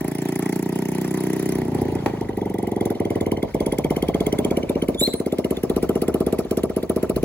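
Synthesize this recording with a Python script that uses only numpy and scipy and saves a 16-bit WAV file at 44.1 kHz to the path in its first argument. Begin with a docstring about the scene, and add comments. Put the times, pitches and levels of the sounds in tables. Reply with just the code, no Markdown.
"""A one-cylinder scooter engine thumps as it rolls in and slows to an idle, with a few weak firings.
Each cycle is a damped gas slug from the muffler, with an intake gulp, a spit of gas and a metallic valve tick;
filtered noise rings on after each thump as muffler ring and reflections. One late burn cracks in the muffler.
The brake squeaks as a rising set of partials and lets go with a thin whistle.
Filtered noise makes the running-gear whirr and low wind; two microphone ports and a soft ceiling shape the sum."""
import sys
import numpy as np
from scipy import signal
from scipy.fft import rfft, irfft, next_fast_len
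from scipy.io import wavfile
from scipy.ndimage import uniform_filter1d, map_coordinates

SR = 44100
rng = np.random.default_rng(int(sys.argv[2]) if len(sys.argv) > 2 else 0)


def generate_wav(signal):
    """Clip the signal to [-1, 1] and save it as 16-bit WAV at the path in sys.argv[1]."""
    frames = np.transpose(np.atleast_2d(signal))
    scaled = np.clip(frames, -1, 1) * 32767
    pcm = np.round(scaled).astype(np.int16)
    wavfile.write(sys.argv[1], SR, pcm)


def voltage_ratio(decibels):
    """Convert decibels (scalar or array-like) to amplitude ratios, 20 dB per decade."""
    exponent = np.asarray(decibels, float) / 20
    return 10 ** exponent


N = 319284


def unit(x):
    """Normalization: divide by the root mean square, giving rms 1."""
    return x / np.sqrt(np.mean(x ** 2) + 1e-20)


def along(points, hz):
    """Spectral interpolation: read (Hz, value) points on a logarithmic frequency axis."""
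    f, v = np.transpose(points)
    return np.interp(np.log(hz + 1), np.log(f + 1), v)


def curves(rows, at):
    """Linear interpolation: read each column after the time at the given times."""
    s, *cols = np.transpose(rows)
    return [np.interp(at, s, c) for c in cols]


def upright(rows, at):
    """Linear interpolation as in curves(), with one matrix row per firing."""
    return [c[:, None] for c in curves(rows, at)]


def wobble(rate):
    """Band-limited modulation: a smooth random curve with rate knots a second."""
    knots = rng.standard_normal(int(N * rate / SR) + 4)
    return map_coordinates(knots, [np.arange(N) * rate / SR])


def filtered(x, response):
    """Linear filtering: multiply the spectrum by a response of frequency."""
    n = x.shape[-1]
    m = next_fast_len(n + 8192)
    return irfft(rfft(x, m) * response(np.fft.rfftfreq(m, 1 / SR)), m)[..., :n]


# Correlation of left and right. 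Each row: frequency in Hz, correlation coefficient.
PORT_CORRELATION = [(30, 0.81), (60, 1), (300, 0.76), (500, 0.63), (750, 0.27), (1200, 0.65), (2100, 0.53),
                    (3300, 0.55), (4200, 0.14), (5300, 0.6), (6300, 0.02), (8000, 0.89), (15000, 0.52)]


def stereo_noise(shape, spectrum):
    """Partial coherence: in-phase and opposed noises mix to set the correlation of two channels of rms 1."""
    turn = lambda hz: np.arccos(np.clip(along(PORT_CORRELATION, hz), -1, 1)) / 2
    a, b = rng.standard_normal((2, *shape))
    mid = filtered(a, lambda hz: voltage_ratio(along(spectrum, hz)) * np.cos(turn(hz)))
    side = filtered(b, lambda hz: voltage_ratio(along(spectrum, hz)) * np.sin(turn(hz)))
    return unit(np.array([mid + side, mid - side]))


def patchy(x, depth_db):
    """Spectral modulation: smoothed random gains over time and frequency give bursts unlike colours."""
    z = signal.stft(x, nperseg=256)[2]
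    field = rng.standard_normal(z.shape[1:])
    field = uniform_filter1d(field, size=5, axis=0)  # about a kilohertz
    field = uniform_filter1d(field, size=8, axis=1)
    return unit(signal.istft(z * voltage_ratio(depth_db * unit(field)), nperseg=256)[1][:, :N])


def placed(rows, times):
    """Superposition: sum one short sound per row, each starting at its time."""
    start = np.round(np.asarray(times) * SR).astype(int)[:, None]
    at = start + np.arange(rows.shape[-1]) + SR  # a second of margin in front
    return np.bincount(at.ravel(), rows.ravel(), N + 3 * SR)[SR:SR + N]


def burst(t, hz, spread):
    """Wave packet: a cosine under a Gaussian envelope, its crest at zero."""
    return np.cos(2 * np.pi * hz * t) * np.exp(-.5 * (t / spread) ** 2)


def lopsided(t, hz, lag, before, after):
    """Damped resonance: a wave packet with unlike Gaussian spreads before and after its crest."""
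    return burst(t - lag, hz, np.where(t < lag, before, after))


# Engine speed. Each row: time in seconds, length of the cycle (one firing each) in ms.
CYCLE = [(0, 35.45), (.76, 32.47), (.96, 31.96), (1.56, 31.44), (1.69, 33.17), (1.96, 34.98), (2.38, 42.29),
         (2.46, 42.11), (2.77, 45.94), (3.01, 50.8), (3.67, 60.68), (4.03, 59.83), (4.51, 61.47),
         (4.95, 63.83), (5.39, 60.94), (5.7, 65.16), (6.27, 60.55), (6.58, 62.34), (6.7, 65.63),
         (7.24, 67.45)]
# A sound firing as the scooter nears, the throttle closing at 1.6 s.
# Each row: time in seconds, then thump, gas spit and valve tick levels in dB.
STRENGTH = [(0, -15, -28, -30.5), (.45, -13.5, -24.5, -28.5), (.65, -14, -29.5, -33.5),
            (1.2, -12.5, -25.5, -30.5), (1.58, -12.5, -27.5, -29), (1.64, -13.5, -36.5, -33.5),
            (2.3, -11.5, -38, -29), (2.5, -13, -35, -31), (2.85, -8.5, -29, -29.5), (3.05, -8, -32, -28),
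            (3.3, -7.5, -28.5, -22.5), (3.7, -7.5, -25, -24), (4.9, -7, -26, -25), (5.2, -10, -26, -31.5),
            (5.5, -7.5, -27, -29.5), (5.7, -6, -21.5, -37), (6.2, -6, -24.5, -36), (7.24, -7.5, -24, -42)]
# Standard deviation from firing to firing: thump, spit and tick in dB.
SCATTER_DB = (.6, 1.7, 1.8)
# Firings that stand out from their neighbours. Each row: time in seconds, thump change in dB, hiss change in dB.
ODD = [(.794, 2, 0), (1.083, -2, -2.5), (1.146, 1, 3.5), (1.752, 4, 8), (1.82, 4.5, 7), (1.958, 1, 8.5),
       (1.994, -9.5, -14), (2.028, -6, -31), (2.066, 4, -24), (2.1, -7, -20), (2.138, -3, -11),
       (2.177, -10.5, -11), (2.253, -10.5, -16), (2.296, -2.5, 0.5), (2.334, -10.5, -30), (2.503, -4, 0),
       (2.589, -2, 2), (2.957, -8, -13), (3.057, -2, -2), (3.377, -4.5, -10), (3.49, -18.5, -28),
       (4.637, -6.5, -14), (4.76, -2, -17), (4.951, -9, -10), (5.016, -0.5, 2), (5.575, -6.5, -5.5),
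       (6.452, -10, -21), (6.703, -6.5, -6.5), (6.834, -6, -5)]
# A weak charge drags the crank, so firings near it come early or late. Each row: time in seconds, delay in ms.
LATE = [(2.028, -1.5), (2.066, 1.3), (3.268, 1.1), (3.378, -1), (3.434, -1.2), (3.608, 1), (3.73, -1.1),
        (4.637, -1.2), (4.76, -2.4), (4.826, 2), (4.889, 1), (6.515, .8), (6.703, -.7), (6.769, .7),
        (6.834, -.5), (6.901, .6), (6.967, -.6)]
# Level change of the late-burning charges: thump, spit and tick in dB.
LIMP_DB = (-1.5, 0.5, -3)
FIRST_S, JITTER_MS = .0143, .1
TICK_FOLLOWS = 0.35  # share of the hiss change that the tick takes
LIMP_FROM_S, LIMP_TO_S, LIMP_LATE_MS = 1.64, 1.98, 3


def firings():
    """Quasi-periodic excitation: cycle lengths add up to firing times, with thump, spit and tick in dB."""
    s = [FIRST_S]
    while s[-1] < N / SR:
        s.append(s[-1] + curves(CYCLE, s[-1])[0] / 1000)
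    s = np.array(s[:-1])
    db = np.transpose(curves(STRENGTH, s)) + SCATTER_DB * rng.standard_normal((len(s), 3))
    for at, thump_db, hiss_db in ODD:
        db[np.argmin(abs(s - at))] += (thump_db, hiss_db, TICK_FOLLOWS * hiss_db)
    for at, late_ms in LATE:
        s[np.argmin(abs(s - at))] += late_ms / 1000
    s = s + JITTER_MS / 1000 * rng.standard_normal(len(s))
    # on the closed throttle every second charge burns late and changed in strength
    limp = np.flatnonzero((s > LIMP_FROM_S) & (s < LIMP_TO_S))[::2]
    s[limp] += LIMP_LATE_MS / 1000
    db[limp] += LIMP_DB
    return s, *db.T


# The ride in. Each row: time in seconds, thump frequency in Hz, Gaussian spread of its fall in ms,
# after-ring level in dB before mixing, place (0 far, 1 turning, 2 passing, 3 parked), tick frequency in Hz.
RIDE = [(0, 318, 2.53, -13.5, 0, 1855), (1.5, 323, 2.36, -9.5, 0, 1920), (2.4, 350, 2.13, -9, 1.5, 2000),
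        (3.2, 343, 0.76, -8.5, 1.42, 2093), (4, 369, 1.5, -8.5, 1, 2160), (4.8, 356, 1.45, -7, 3.5, 2250),
        (5.6, 382, 1.18, -11.5, 3, 2075), (7.24, 361, 1.15, -10, 2.5, 1890)]
# What answers the thump. Each row: time in seconds, pipe level in dB re the thump, pipe frequency in Hz,
# big chamber level in dB, small chamber level in dB, its frequency in Hz, its lag in ms, wall setting in dB.
CHAMBERS = [(0, -49, 102, -9, -14.5, 840, 0.04, -36), (1.55, -28, 106, -7.5, -22.5, 924, -1.1, -44),
            (1.7, -18.5, 96, -22, -13.5, 800, 0.5, -35), (2.4, -22.5, 101.2, -10, -12, 776, 3.5, -22),
            (3.2, -19.5, 95, -15, -14, 814, 3.5, -58), (4, -18, 88, -9.5, -16.5, 730, 2, -18.5),
            (5, -24.5, 78.4, -9.5, -10.5, 587, 6, -24), (5.6, -23, 77.4, -10, -12.5, 585, 3.5, -15),
            (7.24, -22, 76.7, -11.5, -13, 585, 3, -14)]


def muffler_slug(t, s, pitch, chance):
    """Acoustic discharge: the slug is a dip between two crests; two chambers answer as damped resonators."""
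    _, _, big_db, small_db, small_hz, lag_ms, _ = upright(CHAMBERS, s)
    fall_s = upright(RIDE, s)[1] / 1000
    slug = -lopsided(t, pitch, 0, .55 / pitch, fall_s)
    big = voltage_ratio(big_db) * burst(t - .0024, 195.3, 0.0035)
    small = lopsided(t, small_hz, lag_ms / 1000, .0013, 0.92 * fall_s)
    return slug + big + voltage_ratio(small_db + chance[:, 1:2]) * small


def wall_echoes(t, s, pitch, chance):
    """Reflection: delayed copies from the house wall, with an unsteady bright edge on either side."""
    wall_db = upright(CHAMBERS, s)[6]
    echo = voltage_ratio(wall_db) * burst(t - .0142, pitch, 0.0035)  # turned over
    again = voltage_ratio(wall_db - 20.0) * burst(t - .033, pitch, 0.0053)  # once more between wall and porch
    edge = 0
    for lag, gain in [(.0108, 0.8), (.0176, 0.54)]:
        edge_t = t - lag - 0.00056 * chance[:, 2:3]
        edge = edge + gain * burst(edge_t, 1200 + 60 * chance[:, 3:4], 0.0013)
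    return echo + again + voltage_ratio(wall_db - 7.5 + chance[:, 4:]) * edge


# Narrow muffler mode that sings after the thump. Each row: time in seconds, frequency in Hz, level in dB re the thump.
MUFFLER_MODE = [(0, 637, -23), (1.6, 700, -35), (2.4, 690, -51), (3.5, 655, -16), (4.1, 684, -35),
                (4.5, 552, -17.5), (5, 585, -17.5), (5.35, 615, -16), (5.7, 659, -22.5), (7.24, 625, -16.5)]
# Sharp slug front and tailpipe bark. Each row: time in seconds, front level in dB re the thump,
# bark level in dB re the thump, bark frequency in Hz, bark lag in ms.
BARK = [(0, -11.5, -27, 900, 6.2), (.7, -14.5, -21, 905, 3.6), (1.6, -9.5, -43, 920, 4.9),
        (2.4, -37, -21, 900, 5.08), (3.3, -36, -21.5, 940, 5.14), (4, -34, -21, 954, 8.5),
        (4.9, -30, -26.5, 970, 8.06), (5.7, -19, -28.5, 950, 11.1), (7.24, -23, -30, 940, 9.9)]
# Header pipe's throat, as the outlet turns to the microphone.
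# Each row: time in seconds, frequency in Hz, level in dB re the thump.
THROAT = [(0, 454, -42), (2, 463, -32), (2.5, 470, -25), (3.5, 505, -22), (4.3, 530, -20.5), (5, 560, -27),
          (5.4, 556, -37), (7.24, 560, -40)]
THROAT_LAG_S = 0.0059


def pipe_modes(t, s, chance):
    """Modal response: muffler mode, sharp front, doubled tailpipe bark and header throat are wave packets."""
    mode_hz, mode_db = upright(MUFFLER_MODE, s)
    mode = voltage_ratio(mode_db) * lopsided(t, mode_hz, .0046, .003, .008)
    front_db, bark_db, bark_hz, bark_ms = upright(BARK, s)
    front = voltage_ratio(front_db) * burst(t + .0017, 670, 0.00097)
    bark_t = t - bark_ms / 1000
    bark = burst(bark_t, bark_hz, 0.0012)
    bark = bark + voltage_ratio(-6) * burst(bark_t - 0.00662, bark_hz, 0.0012)
    throat_hz, throat_db = upright(THROAT, s)
    throat = voltage_ratio(throat_db) * lopsided(t, throat_hz, THROAT_LAG_S, .003, 0.013)
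    return mode + front + voltage_ratio(bark_db + chance[:, 4:]) * bark + throat


PITCH_SCATTER = .013  # no two charges burn alike


def thumps(fired):
    """Impulse excitation: each gas slug sounds with its chambers, echoes and pipe modes; the pipe hums on."""
    s, db = fired[:2]
    t = np.arange(-SR // 100, SR // 8) / SR
    chance = rng.standard_normal((len(s), 5))
    pitch = upright(RIDE, s)[0] * (1 + PITCH_SCATTER * chance[:, :1])
    wave = muffler_slug(t, s, pitch, chance) + wall_echoes(t, s, pitch, chance) + pipe_modes(t, s, chance)
    bell = np.exp(-.5 * (t / 0.0052) ** 2)
    wave = wave - wave.sum(1, keepdims=True) * bell / bell.sum()  # no net push of air
    pipe_db, pipe_hz = upright(CHAMBERS, s)[:2]
    swell = np.clip((t + 0.005) / 0.0034, 0, 1)
    hum = voltage_ratio(pipe_db - 60 * t / 0.22) * swell * np.cos(2 * np.pi * pipe_hz * (t - .001))
    return placed(voltage_ratio(db)[:, None] * (wave + hum), s + t[0])


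# How long the after-ring lasts. Each row: frequency in Hz, decay time t60 in seconds.
RING = [(80, 0.24), (350, 0.25), (600, 0.14), (900, 0.11), (1400, 0.08), (2500, 0.14)]
CLUMP_DB = 1.5  # rms; echoes come in bunches


def ring_tails(spectrum, count):
    """Reverberant decay: stereo noise in which each frequency dies at its own speed."""
    hz, t, z = signal.stft(stereo_noise((count, SR // 6), spectrum), SR, nperseg=256)
    lumps = CLUMP_DB * unit(uniform_filter1d(rng.standard_normal((count, 1, len(t))), size=2))
    decay_db = -60 * t / along(RING, hz)[:, None]
    tails = signal.istft(z * voltage_ratio(lumps + decay_db), SR, nperseg=256)[1][..., :SR // 6]
    power = np.mean(tails ** 2, axis=(0, 2), keepdims=True)
    return tails * np.sqrt(power.mean() / power)  # all equally strong


# Colour of the after-ring at the four places. Each row: frequency in Hz, relative density in dB per Hz.
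FAR = [(29, -59), (60, -42), (110, -11), (160, 8.5), (300, 7.5), (400, 10.5), (480, -8), (600, -9),
       (720, -5.5), (936, -8), (1210, -39), (1990, -18), (3000, -58), (3900, -65), (6600, -120)]
TURNING = [(29, -66), (50, -2.5), (158, 0), (341, -7), (523, 0.5), (968, -6.5), (1410, -47), (2090, -20),
           (2320, -85), (3000, -28), (3900, -36), (6600, -120)]
PASSING = [(29, -24), (50, -16), (150, 0.5), (273, -1), (505, 3.5), (1000, -10.5), (1190, -15), (1540, -93),
           (1650, -112), (2240, -15), (3000, -90), (3900, -71), (6600, -120)]
PARKED = [(29, -58), (50, -33), (184, -7), (300, -3), (391, -6), (470, -2), (560, -8.5), (670, 1.5),
          (750, -13), (952, -16), (1320, -23), (1440, -31), (1790, -30.5), (2090, -41), (3000, -40),
          (3900, -65), (6600, -120)]


def after_ring(fired):
    """Reverberation: muffler ring and reflections, mostly shared by successive firings, drift with the place."""
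    s, db = fired[:2]
    ring_db, place = curves(RIDE, s)[2:4]
    # the paths change while rolling, hardly once parked
    step = 2 * np.minimum(s, 5.1) + .25 * s
    a, w = step.astype(int), (step % 1 * np.pi / 2)[:, None]
    tail = 0
    for k, colour in enumerate([FAR, TURNING, PASSING, PARKED]):
        share = np.clip(1 - abs(place - k), 0, 1) ** .5
        fresh = ring_tails(colour, count=len(s))
        kept = ring_tails(colour, count=20)
        slow = np.cos(w) * kept[:, a] + np.sin(w) * kept[:, a + 1]
        tail = tail + share[:, None] * (0.64 * slow + 0.2 * fresh)
    t = np.arange(tail.shape[-1]) / SR
    rise = 1 - np.exp(-(t / 0.0062) ** 2)
    gain = voltage_ratio(0.97 * db + ring_db)[:, None]  # follows nearly all of the thump's strength
    return np.array([placed(gain * rise * side, s) for side in tail])


# Air-box gulp. Each row: time in seconds, peak level in dB before scatter, lag behind the thump in ms.
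INTAKE = [(0, -23.5, 8.96), (1.5, -24.5, 8.66), (1.75, -18, 10.2), (2.05, -17.5, 12.1), (2.3, -21, 10.8),
          (2.5, -20, 12.6), (3.2, -38, 9), (4, -43, 16)]


def intake(fired):
    """Air-box resonance: one soft gulp per engine cycle, whether the charge fired well or not."""
    s = fired[0]
    db, lag_ms = curves(INTAKE, s)
    t = np.arange(-SR // 100, SR // 100) / SR
    gulp = lopsided(t, 156, 0, .0025, .0035)
    gain = voltage_ratio(db + 0.72 * rng.standard_normal(len(s)))[:, None]
    return placed(gain * gulp, s + lag_ms / 1000 + t[0])


# Gas spit near and far, and its afterglow. Each row: frequency in Hz, relative density in dB per Hz.
SPIT_NEAR = [(900, -20), (1400, 5), (2000, -5.5), (2800, 5.5), (3300, -5), (3900, 1.5), (4500, -3.5),
             (5500, -3), (6500, -7), (8500, 7), (11000, 7), (13500, 2.5), (15800, 0.5), (16200, -56),
             (17000, -62)]
SPIT_FAR = [(1500, -28), (2800, -8.5), (3600, -15), (4200, -16), (5300, 0), (6500, 0), (8500, 3.5),
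            (11000, 5), (13500, -2.5), (15800, 1.5), (16200, -33), (17000, -60)]
GLOW = [(900, -28), (1500, -1), (2300, 1.5), (3300, -6), (5000, 4), (7000, -1), (8500, -6), (11000, -5.5),
        (13500, -3), (15800, -3), (16200, -56)]
# Off the ground and the wall. Each row: lag in seconds, level in dB re the spit.
SPIT_BACK = [(.007, -13), (.021, -19.5)]


def gas_spit(fired):
    """Jet noise: a burst of hiss as the valve opens, just ahead of the thump, with a slow afterglow."""
    s, _, db, _ = fired
    t = np.arange(SR // 10) / SR
    rise = np.clip(t / 0.0057, 0, 1) ** 1.55
    shape = rise * voltage_ratio(-60 * np.maximum(t - .0035, 0) / 0.016)
    glow_gate = placed(voltage_ratio(db - 15.0)[:, None] * rise * voltage_ratio(-60 * t / 0.099), s - .008)
    glow = glow_gate * patchy(stereo_noise((N,), GLOW), depth_db=4.5)
    gate = 0
    for lag, back_db in [(0, 0), *SPIT_BACK]:
        gate = gate + placed(voltage_ratio(db + back_db)[:, None] * shape, s - .0085 + lag)
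    near = np.clip(curves(RIDE, np.arange(N) / SR)[3] / 2, 0, 1)
    hiss = np.sqrt(1 - near) * stereo_noise((N,), SPIT_FAR)
    hiss = hiss + np.sqrt(near) * stereo_noise((N,), SPIT_NEAR)
    return gate * voltage_ratio(2.0 * wobble(500)) * patchy(hiss, depth_db=4) + glow


# Start of the tick. Each row: time in seconds, lead over the thump in ms.
TICK_LEAD = [(0, 8), (1.6, 8.3), (2.4, 9), (3.4, 10.5), (4, 10.3), (7.24, 11.7)]
# The valve bounces, then ground and house answer. Each row: lag in seconds, level in dB re the tick setting.
TICK_AGAIN = [(.0052, -1), (.018, -9), (.026, -10.5)]
# Rattle strength. Each row: time in seconds, level in dB re the tick setting.
LOAD = [(0, 4.5), (1.5, 2.5), (2.4, -5), (4.5, -8.5), (5.7, 5), (7.24, 9.5)]
# Rattle colour. Each row: frequency in Hz, relative density in dB per Hz.
RATTLE = [(900, -19), (1300, 6), (1700, 3), (2100, 12), (2600, 3), (3000, -17.5), (4500, -27)]
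# A higher clink while the engine side faces the microphone.
# Each row: time in seconds, level in dB re the tick setting.
CLINK = [(2.5, -7.5), (3.1, -3), (3.5, -5), (4, 2), (4.7, 2), (5.2, -0.5), (5.8, 6), (7.24, -4)]
# Modes of the clink. Each row: frequency in Hz, level in dB, decay time t60 in seconds.
CLINK_MODES = [(3217, 1.5, 0.029), (4500, -7, 0.016), (6220, -5, 0.018)]


def valve_tick(fired):
    """Impact sound: a short metal ring ahead of each firing, then a higher clink, repeats and noisy rattle."""
    s, _, _, db = fired
    tick_s = s - curves(TICK_LEAD, s)[0] / 1000
    chance = rng.standard_normal((len(s), 5))
    t = np.arange(SR // 25) / SR
    hz = upright(RIDE, s)[4] * (1 + .025 * chance[:, :1])
    tone = np.sin(2 * np.pi * hz * t + 3 * chance[:, 1:2])
    ring = tone * (1 - np.exp(-t / 0.0018)) * voltage_ratio(-60 * t / 0.015)
    tick = 1.7 * placed(voltage_ratio(db)[:, None] * ring, tick_s)

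    load_db, = curves(LOAD, s)
    rattle_shape = (1 - np.exp(-t / 0.005)) * voltage_ratio(-60 * t / 0.031)
    gate = placed(voltage_ratio(db + load_db)[:, None] * rattle_shape, tick_s + 0.0019)
    rattle = gate * stereo_noise((N,), RATTLE)

    high = 0
    for f, mode_db, t60 in CLINK_MODES:
        scatter_db = 1.8 * rng.standard_normal((len(s), 1))
        mode = np.sin(2 * np.pi * f * (1 + 0.062 * chance[:, 2:3]) * t)
        high = high + voltage_ratio(mode_db - 60 * t / t60 + scatter_db) * mode
    high = high * (1 - np.exp(-t / 0.0015))
    clink_db = db + curves(CLINK, s)[0] + 2 * chance[:, 3]
    clink = placed(voltage_ratio(clink_db)[:, None] * high, tick_s + .0038)

    back = 0
    for lag, back_db in TICK_AGAIN:
        again_db = db + back_db + 3.7 * rng.standard_normal(len(s))
        back = back + placed(voltage_ratio(again_db)[:, None] * ring, tick_s + lag)
    return tick + clink + back + rattle


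# Late burn in the muffler: start in seconds, level in dB.
POP = (2.0605, -21)
# Crack colour. Each row: frequency in Hz, relative density in dB per Hz.
CRACK = [(300, -7), (800, 10), (1400, -2), (2000, -1), (3000, -10), (5000, -16), (8000, -18), (16000, -23)]
# Modes of the muffler shell. Each row: frequency in Hz, level in dB re the pop setting, decay time t60 in seconds.
SHELL = [(845, 9, 0.02), (1900, -2, 0.03), (2300, -5, 0.022)]
# Once more off the trees. Each row: lag in seconds, level in dB re the first blow.
POP_BACK = [(.022, -16), (.037, -17)]


def pop():
    """Shell modes under impulsive excitation: one late burn cracks, rings the muffler and echoes."""
    start_s, level_db = POP
    t = np.arange(SR // 5) / SR
    ring = sum(voltage_ratio(db - 60 * t / t60) * np.sin(2 * np.pi * hz * t) for hz, db, t60 in SHELL)
    blow = ring + 1.27 * voltage_ratio(-60 * t / 0.049) * stereo_noise(t.shape, CRACK)
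    back = 0
    for lag, db in POP_BACK:
        back = back + voltage_ratio(db) * np.pad(blow, ((0, 0), (round(lag * SR), 0)))[:, :len(t)]
    tail = 0.16 * voltage_ratio(-60 * t / 0.65) * stereo_noise(t.shape, CRACK)
    return np.array([placed(voltage_ratio(level_db) * side[None], [start_s]) for side in blow + back + tail])


# Brake squeak. Each row: time in seconds, fundamental in Hz, level in dB before the partials' own levels.
SQUEAK = [(4.965, 3390, -56), (4.985, 3420, -39), (5.0, 3530, -25), (5.008, 3680, -29), (5.018, 3870, -27),
          (5.035, 3930, -21.5), (5.05, 4150, -22), (5.072, 4190, -23.5), (5.078, 4200, -53),
          (5.09, 4260, -90)]
# Partials from the first up, richest as the pad bites.
# Each row: level in dB re the squeak setting, fade after the bite in dB per second.
PARTIALS = [(-1.5, 8), (1, 198), (-1, 330), (-5, 510)]
# Thin whistle as the brake lets go. 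Each row: time in seconds, frequency in Hz, level in dB before its wobble.
WHISTLE = [(5.12, 9600, -110), (5.14, 9700, -56), (5.17, 9240, -35), (5.2, 9260, -38), (5.23, 9350, -57),
           (5.26, 9350, -110)]
BITE_S, BITE_RISE_DB_PER_S = 5.0, 900
TREES_S, TREES_WIDE_S, YARD_T60_S = .09, .028, .38  # the tree line returns the squeak late


def brake():
    """Stick-slip vibration: harmonic partials climb in pitch and flutter; wall and trees return them smeared."""
    t = np.arange(N) / SR
    hz, level_db = curves(SQUEAK, t)
    phase = 2 * np.pi * np.cumsum(hz * (1 + 0.0056 * wobble(400))) / SR
    squeak = 0
    for k, (db, fade) in enumerate(PARTIALS):
        rise = BITE_RISE_DB_PER_S * (fade > 10)  # the first partial has no rise of its own
        slope = np.where(t > BITE_S, -fade, rise)
        partial_db = level_db + db + slope * (t - BITE_S)
        squeak = squeak + voltage_ratio(partial_db + 4.5 * wobble(320)) * np.sin((k + 1) * phase)
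    squeak = squeak * (t > SQUEAK[0][0]) * np.sqrt(2)

    lag = np.arange(SR // 3) / SR
    trees = 3 * np.exp(-((lag - TREES_S) / TREES_WIDE_S) ** 2)
    yard = voltage_ratio(-60 * lag / YARD_T60_S) * (1.1 + trees) * rng.standard_normal((2, len(lag)))
    yard = yard / np.linalg.norm(yard[0])
    sent = squeak * voltage_ratio(-90 * np.maximum(t - BITE_S, 0))  # the first bite carries furthest
    back = signal.fftconvolve(sent[None], yard, axes=1)[:, :N]
    back = filtered(back, lambda f: 1 / (1 + (f / 11000) ** 2))  # leaves swallow the treble

    whistle_hz, whistle_db = curves(WHISTLE, t)
    whistle = voltage_ratio(whistle_db + wobble(60)) * np.sin(2 * np.pi * np.cumsum(whistle_hz) / SR)
    return squeak + voltage_ratio(-8.5 + 3 * wobble(700)) * back + whistle


# Whirr level. Each row: time in seconds, level in dB before its wobble.
WHIRR = [(0, -42), (1.4, -40.5), (1.9, -41.5), (2.5, -48.5), (3.5, -45.5), (4.3, -42.5), (5.15, -47),
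         (5.85, -45), (6.6, -46), (7.24, -45)]
# Running-gear colour. Each row: frequency in Hz, relative density in dB per Hz.
GEAR = [(300, -5), (500, -2.5), (800, 0.5), (1050, -4.5), (1400, -13), (1700, -11.5), (2100, -11),
        (3000, -14.5), (6000, -20.5), (10000, -26), (15800, -30), (16200, -58), (17000, -80)]


def running_gear():
    """Broadband noise radiation: the whirr of belt, fan and tyres as noise of wavering level."""
    gear_db, = curves(WHIRR, np.arange(N) / SR)
    gain = voltage_ratio(gear_db + 1.57 * wobble(25) + 0.55 * wobble(3.88))
    return gain * patchy(stereo_noise((N,), GEAR), depth_db=3.0)


# Gusts on the microphone. Each row: centre in seconds, level in dB before its wobble, Gaussian spread in seconds.
GUSTS = [(0, -45, 0.07), (1.83, -42, 0.34), (2.42, -46, 0.17), (3.565, -38.5, .1), (4.17, -38, 0.31),
         (4.86, -33.5, 0.18), (5.75, -37, 0.15), (6.5, -36.5, 0.51), (7.24, -37, 0.1)]
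# Wind colour. Each row: frequency in Hz, relative density in dB per Hz.
RUMBLE = [(15, -44), (30, -9), (55, 6), (90, -9.5), (150, -4.5), (400, -53)]
CALM_DB = -58


def wind():
    """Turbulent pressure fluctuation: low noise swells in Gaussian gusts above a calm floor."""
    t = np.arange(N) / SR
    gusts = voltage_ratio(CALM_DB) + sum(voltage_ratio(db) * burst(t - s, 0, spread) for s, db, spread in GUSTS)
    return gusts * voltage_ratio(2.5 * wobble(4)) * stereo_noise((N,), RUMBLE)


# Balance of engine and brake. Each row: time in seconds, left over right in dB.
LEFT = [(0, 0), (4.6, -0.5), (5.2, 0.3), (7.24, 0.3)]


def scene():
    """Superposition: engine and brake share a moving stereo balance; whirr and wind add to them."""
    fired = firings()
    engine = thumps(fired) + intake(fired) + after_ring(fired)
    engine = engine + gas_spit(fired) + valve_tick(fired) + pop()
    left_db, = curves(LEFT, np.arange(N) / SR)
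    return (engine + brake()) * voltage_ratio([left_db / 2, -left_db / 2]) + running_gear() + wind()


def top_cut(x):
    """Nothing passes above the cut-off."""
    return signal.sosfilt(signal.butter(12, 16960, fs=SR, output="sos"), x)


# Phase between the ports. Each row: frequency in Hz, lead of the left port in radians.
PORTS = [(20, 0), (350, -.05), (650, -.9), (1000, .1), (1500, .1), (2100, .5), (2400, 1.2), (2800, 2.3),
         (3600, 2.6), (4300, 1.3), (5300, 2.8), (6000, 3.5), (6800, 4.9), (7300, 4.7), (8500, 3.2),
         (11000, 0), (13400, -3.1), (15800, -6.2)]


def record(dry):
    """Phase difference and saturation: two ports differ in phase, and loud peaks meet a soft ceiling."""
    def port_response(hz):
        return np.exp(.5j * np.outer([1, -1], along(PORTS, hz))) * (hz < 16900)
    ports = filtered(dry, port_response)
    ports = filtered(ports, lambda hz: hz ** 2 / (hz ** 2 + 48 ** 2))  # small capsules lose the deep bass
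    soft = ports / (1 + abs(ports / .47) ** 8) ** (1 / 8)
    return top_cut(soft)


dry = scene()
out = record(dry)
generate_wav(out)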